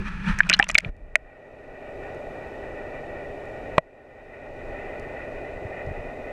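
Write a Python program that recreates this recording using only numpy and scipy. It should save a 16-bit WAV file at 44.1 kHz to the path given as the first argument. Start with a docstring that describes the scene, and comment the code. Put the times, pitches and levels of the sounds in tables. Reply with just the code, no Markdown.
"""A distant boat's propeller wash and engine, ringing through a small camera's waterproof case.
The case is first lowered from a kayak into an estuary: wind buffets it, water trickles and drips,
then slaps and bubbles ring as it goes under. From there on, cavitation noise and wavering engine
tones fill the water, with a few knocks and faint far snaps.
Loud knocks push the automatic gain down and it creeps back."""
import sys
import numpy as np
from scipy import signal
from scipy.fft import rfft, irfft
from scipy.io import wavfile
from scipy.ndimage import uniform_filter1d

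SR = 44100
rng = np.random.default_rng(int(sys.argv[2]) if len(sys.argv) > 2 else 0)


def store_pcm(level_fs):
    """Save levels as 16-bit WAV."""
    pcm = np.round(np.clip(level_fs, -1, 1) * 32767).astype(np.int16)
    wavfile.write(sys.argv[1], SR, np.atleast_2d(pcm).T)


N = 278712
TIME_S = np.arange(N) / SR


def amp(db):
    """dB to gain."""
    return 10 ** (np.asarray(db) / 20)


def unit_rms(x):
    """Scale to rms 1."""
    return x / np.sqrt(np.mean(x ** 2) + 1e-20)


def gain_curve(points):
    """Per-sample gain through (time_s, level_db) points."""
    return amp(np.interp(TIME_S, *np.transpose(points)))


def drift(rate_hz):
    """Smooth random wander, rms 1."""
    hop, warmup = 100, 1000
    pole = np.exp(-2 * np.pi * rate_hz * hop / SR)
    noise = rng.standard_normal(N // hop + warmup + 2)
    slow = signal.lfilter([1], [1, -2 * pole, pole * pole], noise)[warmup:]
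    return np.interp(np.arange(N) / hop, np.arange(len(slow)), unit_rms(slow))


def coloured(spectrum):
    """Noise shaped by (freq_hz, density_db) points, rms 1."""
    hz, db = np.transpose(spectrum)
    bins_hz = np.arange(1, N // 2 + 2) * SR / N
    shape = amp(np.interp(np.log(bins_hz), np.log(hz), db))
    return unit_rms(irfft(rfft(rng.standard_normal(N)) * shape, N))


def peak(x, hz, width_hz, gain_db):
    """Lift or cut one resonance."""
    a, w, g = np.pi * width_hz / SR, 2 * np.pi * hz / SR, amp(gain_db / 2)
    return signal.lfilter([1 + a * g, -2 * np.cos(w), 1 - a * g],
                          [1 + a / g, -2 * np.cos(w), 1 - a / g], x)


def butter(order, hz, kind="low"):
    """Butterworth filter sections."""
    return signal.butter(order, hz, kind, fs=SR, output="sos")


def add(out, start_s, sound):
    """Mix in a short sound."""
    at = round(start_s * SR)
    out[at:at + len(sound)] += sound[:N - at]


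# far snaps: start_s, level_db
SNAPS = [(.9655, -32.5), (2.1463, -41.5), (3.455, -45.5), (4.997, -36), (5.8635, -43.5)]


def snaps():
    """Faint bright ticks with no ring."""
    out, age = np.zeros(N), np.arange(400) / SR / 0.0017
    band = butter(2, [2600, 7500], "band")
    for start_s, level_db in SNAPS:
        burst = rng.standard_normal(len(age)) * age * np.exp(1 - 2.2 * age)
        add(out, start_s, amp(level_db) * signal.sosfilt(band, burst))
    return out


# wind, then swirl, before the fade: time_s, level_db
BUFFET = [(0, -21), (.07, -35.5), (.66, -33.5), (.82, -24), (.865, -22.5), (.895, -8.5), (.91, -22)]


def buffet():
    """Wind, then stirred water, rumbles on the ports and settles."""
    rumble = coloured([(12, -17.5), (25, 2.5), (60, -7.0), (120, -21), (400, -30), (2000, -84.5)])
    fade = np.clip((1.35 - TIME_S) / 0.52, 0, 1)
    return fade * gain_curve(BUFFET) * rumble


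# trickle heard in air: freq_hz, density_db
TRICKLE_SPECTRUM = [(180, -33.5), (300, -13.5), (365, -41.5), (459, -21), (714, -21), (898, -12.5),
                    (1760, -6), (6510, -37), (9500, -41), (13000, -62)]
# dry case resonances: centre_hz, width_hz, gain_db
DRY_RESONANCES = [(870, 89, 5), (1330, 200, 6), (1750, 250, 4.5), (2100, 160, -6), (2450, 270, 8.5),
                  (4200, 300, 1), (6000, 650, 5.5)]
# water passing the dry case: peak_s, rise_s, fall_s, trickle_lift_db, boom_lift_db
SWISHES = [(.085, 0.038, 0.011, 8.5, 4.5), (.29, .06, 0.075, 13.5, 10.5), (.46, 0.085, 0.16, 5.5, 6.5),
           (.86, .1, 0.07, 13, 19.5)]


def surface(trickle_db=-41, boom_db=-35.5, under_s=.9, close_s=.02):
    """Water trickles and the hand makes the dry case boom; both stop as it goes under."""
    swells = [np.clip(np.minimum(1 + (TIME_S - peak_s) / rise_s, 1 - (TIME_S - peak_s) / fall_s), 0, 1)
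              for peak_s, rise_s, fall_s, *_ in SWISHES]
    trickle_lift_db, boom_lift_db = np.transpose(SWISHES)[3:] @ swells
    boom = coloured([(60, -34), (140, -2.5), (200, -2.0), (260, -24.5), (2000, -77.5)])
    boom = amp(boom_db + boom_lift_db) * unit_rms(peak(boom, hz=183, width_hz=35, gain_db=8))
    trickle = coloured(TRICKLE_SPECTRUM) * amp(0.95 * drift(60))
    for resonance in DRY_RESONANCES:
        trickle = peak(trickle, *resonance)
    trickle = amp(trickle_db + trickle_lift_db) * unit_rms(trickle)
    in_air = np.clip((under_s - TIME_S) / close_s + .5, 0, 1)
    return in_air * (boom + trickle)


def spatter(from_s=.43, to_s=.81, drops_per_s=260, level_db=-35.5, t60_cycles=14):
    """Tiny random drops around the plunge, each ringing briefly at one of twelve pitches."""
    born = (rng.random(N) < drops_per_s / SR) & (TIME_S > from_s) & (TIME_S < to_s)
    sizes = born * amp(4.5 * np.minimum(rng.exponential(1, N), 4)) * rng.choice([-1, 1], N)
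    pitch_index, out = rng.integers(0, 12, N), np.zeros(N)
    for k, pitch_hz in enumerate(np.geomspace(900, 3600, num=12)):
        pole, w = amp(-60 * pitch_hz / (t60_cycles * SR)), 2 * np.pi * pitch_hz / SR
        drops = (sizes * (pitch_index == k))[:SR]
        out[:SR] += signal.lfilter([0, np.sin(w)], [1, -2 * pole * np.cos(w), pole * pole], drops)
    return amp(level_db) * signal.sosfilt(butter(2, 5000), out)


# pressure bumps: start_s, level_db, pitch_hz
BUMPS = [(0.296, -15.5, 31), (.335, -22.5, 90.6), (0.505, -15.5, 300), (0.5967, -8.5, 250),
         (0.698, -17, 202), (0.752, -7, 251), (0.782, -7, 252), (0.862, -0.5, 104), (1.156, -17.5, 252),
         (3.7807, 4, 155), (5.651, -21, 93.6), (5.871, -22, 102), (5.886, -21.5, 97), (5.909, -20.5, 90.5)]


def bumps():
    """Moving water gives soft, heavily damped low swings of pressure."""
    out, t = np.zeros(N), np.arange(6000) / SR
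    for start_s, level_db, pitch_hz in BUMPS:
        cycles = pitch_hz * t
        envelope = (1 - np.exp(-9 * cycles)) * np.exp(-1.4 * cycles)
        add(out, start_s, -amp(level_db) * envelope * np.sin(2 * np.pi * cycles))
    return out


# struck case modes: pitch_hz, level_db, t60_s
CASE_MODES = [(632, -14, .035), (1455, -12, .02), (1700, -12, .015), (1943, -5, .02), (2412, -2, .013),
              (2720, -11, .013), (3106, -12, .012), (4050, -12, .008)]


def case_ring(t, spread_db=0.83):
    """The struck case rings in its modes, in a slightly different balance each time."""
    return sum(amp(level_db + rng.normal(0, spread_db) - 60 * t / t60_s) * np.sin(2 * np.pi * hz * t)
               for hz, level_db, t60_s in CASE_MODES)


# slaps, bubbles, knocks: start_s, bubble_db, pitch_hz, t60_s, case_db, crack_db
HITS = [(0.3873, -19, 1700, .011, -28, -18.5), (0.3938, -19, 1830, .017, -33.5, -28),
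        (0.4043, 7, 1677, .012, -14, -23.5), (0.4324, -18.5, 2450, .013, -41, -45),
        (0.4683, -18.5, 1440, .013, -29, -34), (0.4913, -12, 2470, .021, -22.5, -11),
        (0.4967, -1, 2510, .019, -5, 0.5), (0.5027, -9, 1430, .027, -25.5, -28),
        (0.5127, -11, 2340, .015, -20, -47), (0.5177, -6, 1610, .0054, -16, -46.5),
        (0.528, -1, 2720, .025, -16, -34), (0.5364, -2, 4024, .024, -17, -25),
        (0.5378, -6.5, 1620, .029, -39, -52), (0.5433, -7, 2930, .014, -14.5, -34.5),
        (0.5473, -22.5, 3890, .01, -21.5, -33), (0.5665, -34, 2030, .012, -36, -31),
        (0.5911, -10, 1600, .013, -13.5, -8.5), (0.597, 11.5, 1766, .011, -6, -25),
        (0.5974, -1, 779, .045, -45, -50.5), (0.6096, -11, 2310, .021, -26.5, -31),
        (0.6251, 5, 2550, .014, -5, -39), (0.6323, -11.5, 940, .024, -23, -32),
        (0.6407, -12, 2690, .015, -21, -13.5), (0.684, -30, 6000, .012, -33.5, -24),
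        (0.6884, -11, 6050, .0079, -6, -9), (0.697, -11, 1220, .015, 0.5, -28),
        (0.7015, -7, 2450, .013, -21, -12), (0.713, -23, 1890, .014, -24, -12),
        (0.7453, -11, 2540, .0081, -25, -7.5), (0.7522, 18.5, 2260, .0091, 4, -11.5),
        (0.7588, -0.5, 2180, .013, -19, -41.5), (0.771, -20.5, 710, .013, -30.5, -29),
        (0.7796, 7, 4020, .013, 0, -5.5), (0.7831, 19.5, 2120, .0093, 11, 19.5),
        (0.7973, -8.5, 2440, .013, -22.5, -19.5), (0.8037, -9.5, 2130, .013, -22, -12.5),
        (0.8468, -1, 2390, .013, -2.5, -48), (1.1555, 17.5, 2120, .0043, 12, 4.5),
        (3.7808, 14, 1045, 0.0087, 13, -7.5), (3.7808, 10, 607, .03, -38, -44)]


def hits(last_spray_s=.9, slap_contact_s=.0021, knock_contact_s=.0018, spray_vs_bubble_db=1):
    """A short push rings a bubble and the case, with a crack on top; under water there is no spray."""
    out, t = np.zeros(N), np.arange(4000) / SR
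    crack_band, wobble_band = butter(2, [4600, 7800], "band"), butter(4, 500)
    for start_s, bubble_db, pitch_hz, t60_s, case_db, crack_db in HITS:
        wobble_noise, crack_noise, spray_noise = rng.standard_normal((3, len(t)))
        splashing = start_s < last_spray_s
        age = t / (slap_contact_s if splashing else knock_contact_s)
        push = 1.444 * age * np.exp(1 - 1.795 * age)
        depth_db = splashing * 0.0021 * min(pitch_hz, 2500)   # small bubbles wobble most
        wobble_db = depth_db * unit_rms(signal.sosfilt(wobble_band, wobble_noise))
        envelope = (1 - np.exp(-(1.7 * age) ** 2)) * amp(wobble_db - 60 * t / t60_s)
        bubble = envelope / envelope.max() * np.sin(2 * np.pi * pitch_hz * t * (1 + 1.4 * t))
        spray_band = butter(3, [pitch_hz / 1.38, pitch_hz * 1.39], "band")
        spray = splashing * amp(spray_vs_bubble_db) * signal.sosfilt(spray_band, spray_noise * push)
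        case = case_ring(t) * (1 - np.exp(-(2.5 * age) ** 2))
        crack = signal.sosfilt(crack_band, crack_noise * push ** 2.07)
        add(out, start_s, amp(bubble_db) * (bubble + spray) + amp(case_db) * case + amp(crack_db) * crack)
    return out


# outline of the weak engine tones: order, level_db
WEAK_ORDERS = [(5, -11), (15, -18), (26, -13), (38, -10), (50, -14), (57, -15)]
# prominent engine tones: order, level_db
STRONG_ORDERS = [(10, -10), (17, -9), (19, -7), (27, -7), (28, -6), (29, -3), (32, -6), (33, -9), (37, -4),
                 (41, -2), (42, 0), (44, -2), (45, -3), (46, -8), (48, -9)]


def engine(cycle_hz=14.152, scatter_db=1.2, waver_db=1.8):
    """Multiples of the steady engine cycle sound as tones, each wavering on its own; rms 1."""
    phase = 2 * np.pi * np.cumsum(cycle_hz * (1 + .0005 * drift(1.5))) / SR
    levels_db = {order: np.interp(order, *np.transpose(WEAK_ORDERS)) + rng.normal(0, scatter_db)
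                 for order in range(5, 58)}
    levels_db.update(STRONG_ORDERS)
    tones = sum(amp(db + waver_db * drift(2.4)) * np.sin(order * phase + rng.uniform(0, 2 * np.pi))
                for order, db in levels_db.items())
    return unit_rms(tones)


# propeller wash in water: freq_hz, density_db
WASH_SPECTRUM = [(10, -13), (18, -0.5), (60, -10.5), (190, -20), (260, -16), (600, -9.5), (800, -11.5),
                 (1000, -24), (2600, -22.5), (3300, -45.5), (5000, -47.5), (8000, -51.5), (9000, -55.5),
                 (15000, -64)]
# flooded case resonances: centre_hz, width_hz, gain_db
FLOODED_RESONANCES = [(370, 86, 3.5), (1477, 45, 9.5), (1548, 44, -19), (1530, 50, 4.5), (1707, 42, -14),
                      (1858, 170, 10.5), (1953, 140, 10), (2100, 220, -13), (2384, 110, 6), (2745, 78, -8),
                      (2920, 73, 3), (3670, 600, 7.5)]


def propeller(shift_share=.03, shift_lift_db=3, crossfade_s=(3, 6)):
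    """Cavitation noise through the case: lumpy bass, swelling resonances, steady hiss; rms 1."""
    early = late = coloured(WASH_SPECTRUM)
    for hz, width_hz, gain_db in FLOODED_RESONANCES:
        early = peak(early, hz, width_hz, gain_db)
        shifts = 1900 < hz < 2600   # these end a little higher and louder
        late = peak(late, hz * (1 + shift_share * shifts), width_hz, gain_db + shift_lift_db * shifts)
    wash = early + (late - early) * np.interp(TIME_S, crossfade_s, [0, 1])
    bass, below_ring, below_hiss = (signal.sosfiltfilt(butter(4, hz), wash) for hz in (150, 1100, 3100))
    lumps = bass * amp(2.6 * drift(6.3))
    mids = below_ring - bass
    ring = (below_hiss - below_ring) * amp(1.78 * drift(5.4))
    hiss = wash - below_hiss
    return unit_rms(lumps + mids + ring + hiss)


# underwater sound as the case floods: time_s, gain_db
FLOODING = [(.8, -35), (.835, 11), (.87, 13.5), (.895, 12), (.905, -4.5), (1.0, -2.5)]


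def boat():
    """Engine and propeller carry through the water, surging in as the case goes under."""
    return gain_curve(FLOODING) * (amp(-37) * engine() + amp(-35.5) * propeller())


def scene():
    """All sources at one microphone."""
    return (boat() + buffet() + surface() + hits() + snaps() + spatter() + bumps())[None]


def record(dry, limit_db=-0.15, release_db_per_s=19, cutoff_hz=16400):
    """Gain ducks just ahead of a loud peak and recovers steadily; faint circuit hiss; the top is cut."""
    creep_db = release_db_per_s * TIME_S
    level_db = 20 * np.log10(np.abs(dry[0]) + 1e-9)
    held_db = np.maximum.accumulate(level_db + creep_db) - creep_db
    cut_db = np.maximum(held_db - limit_db, 0)
    for _ in range(2):   # look-ahead smoothing
        cut_db = uniform_filter1d(cut_db, size=24, origin=-12)
    limited = np.clip(dry * amp(-cut_db), -1, 1)
    hiss = amp(-87) * coloured([(100, -3.0), (8000, -8), (14000, -18.0)])
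    return signal.sosfilt(signal.cheby2(12, 70, cutoff_hz, fs=SR, output="sos"), limited + hiss)


dry = scene()
out = record(dry)
store_pcm(out)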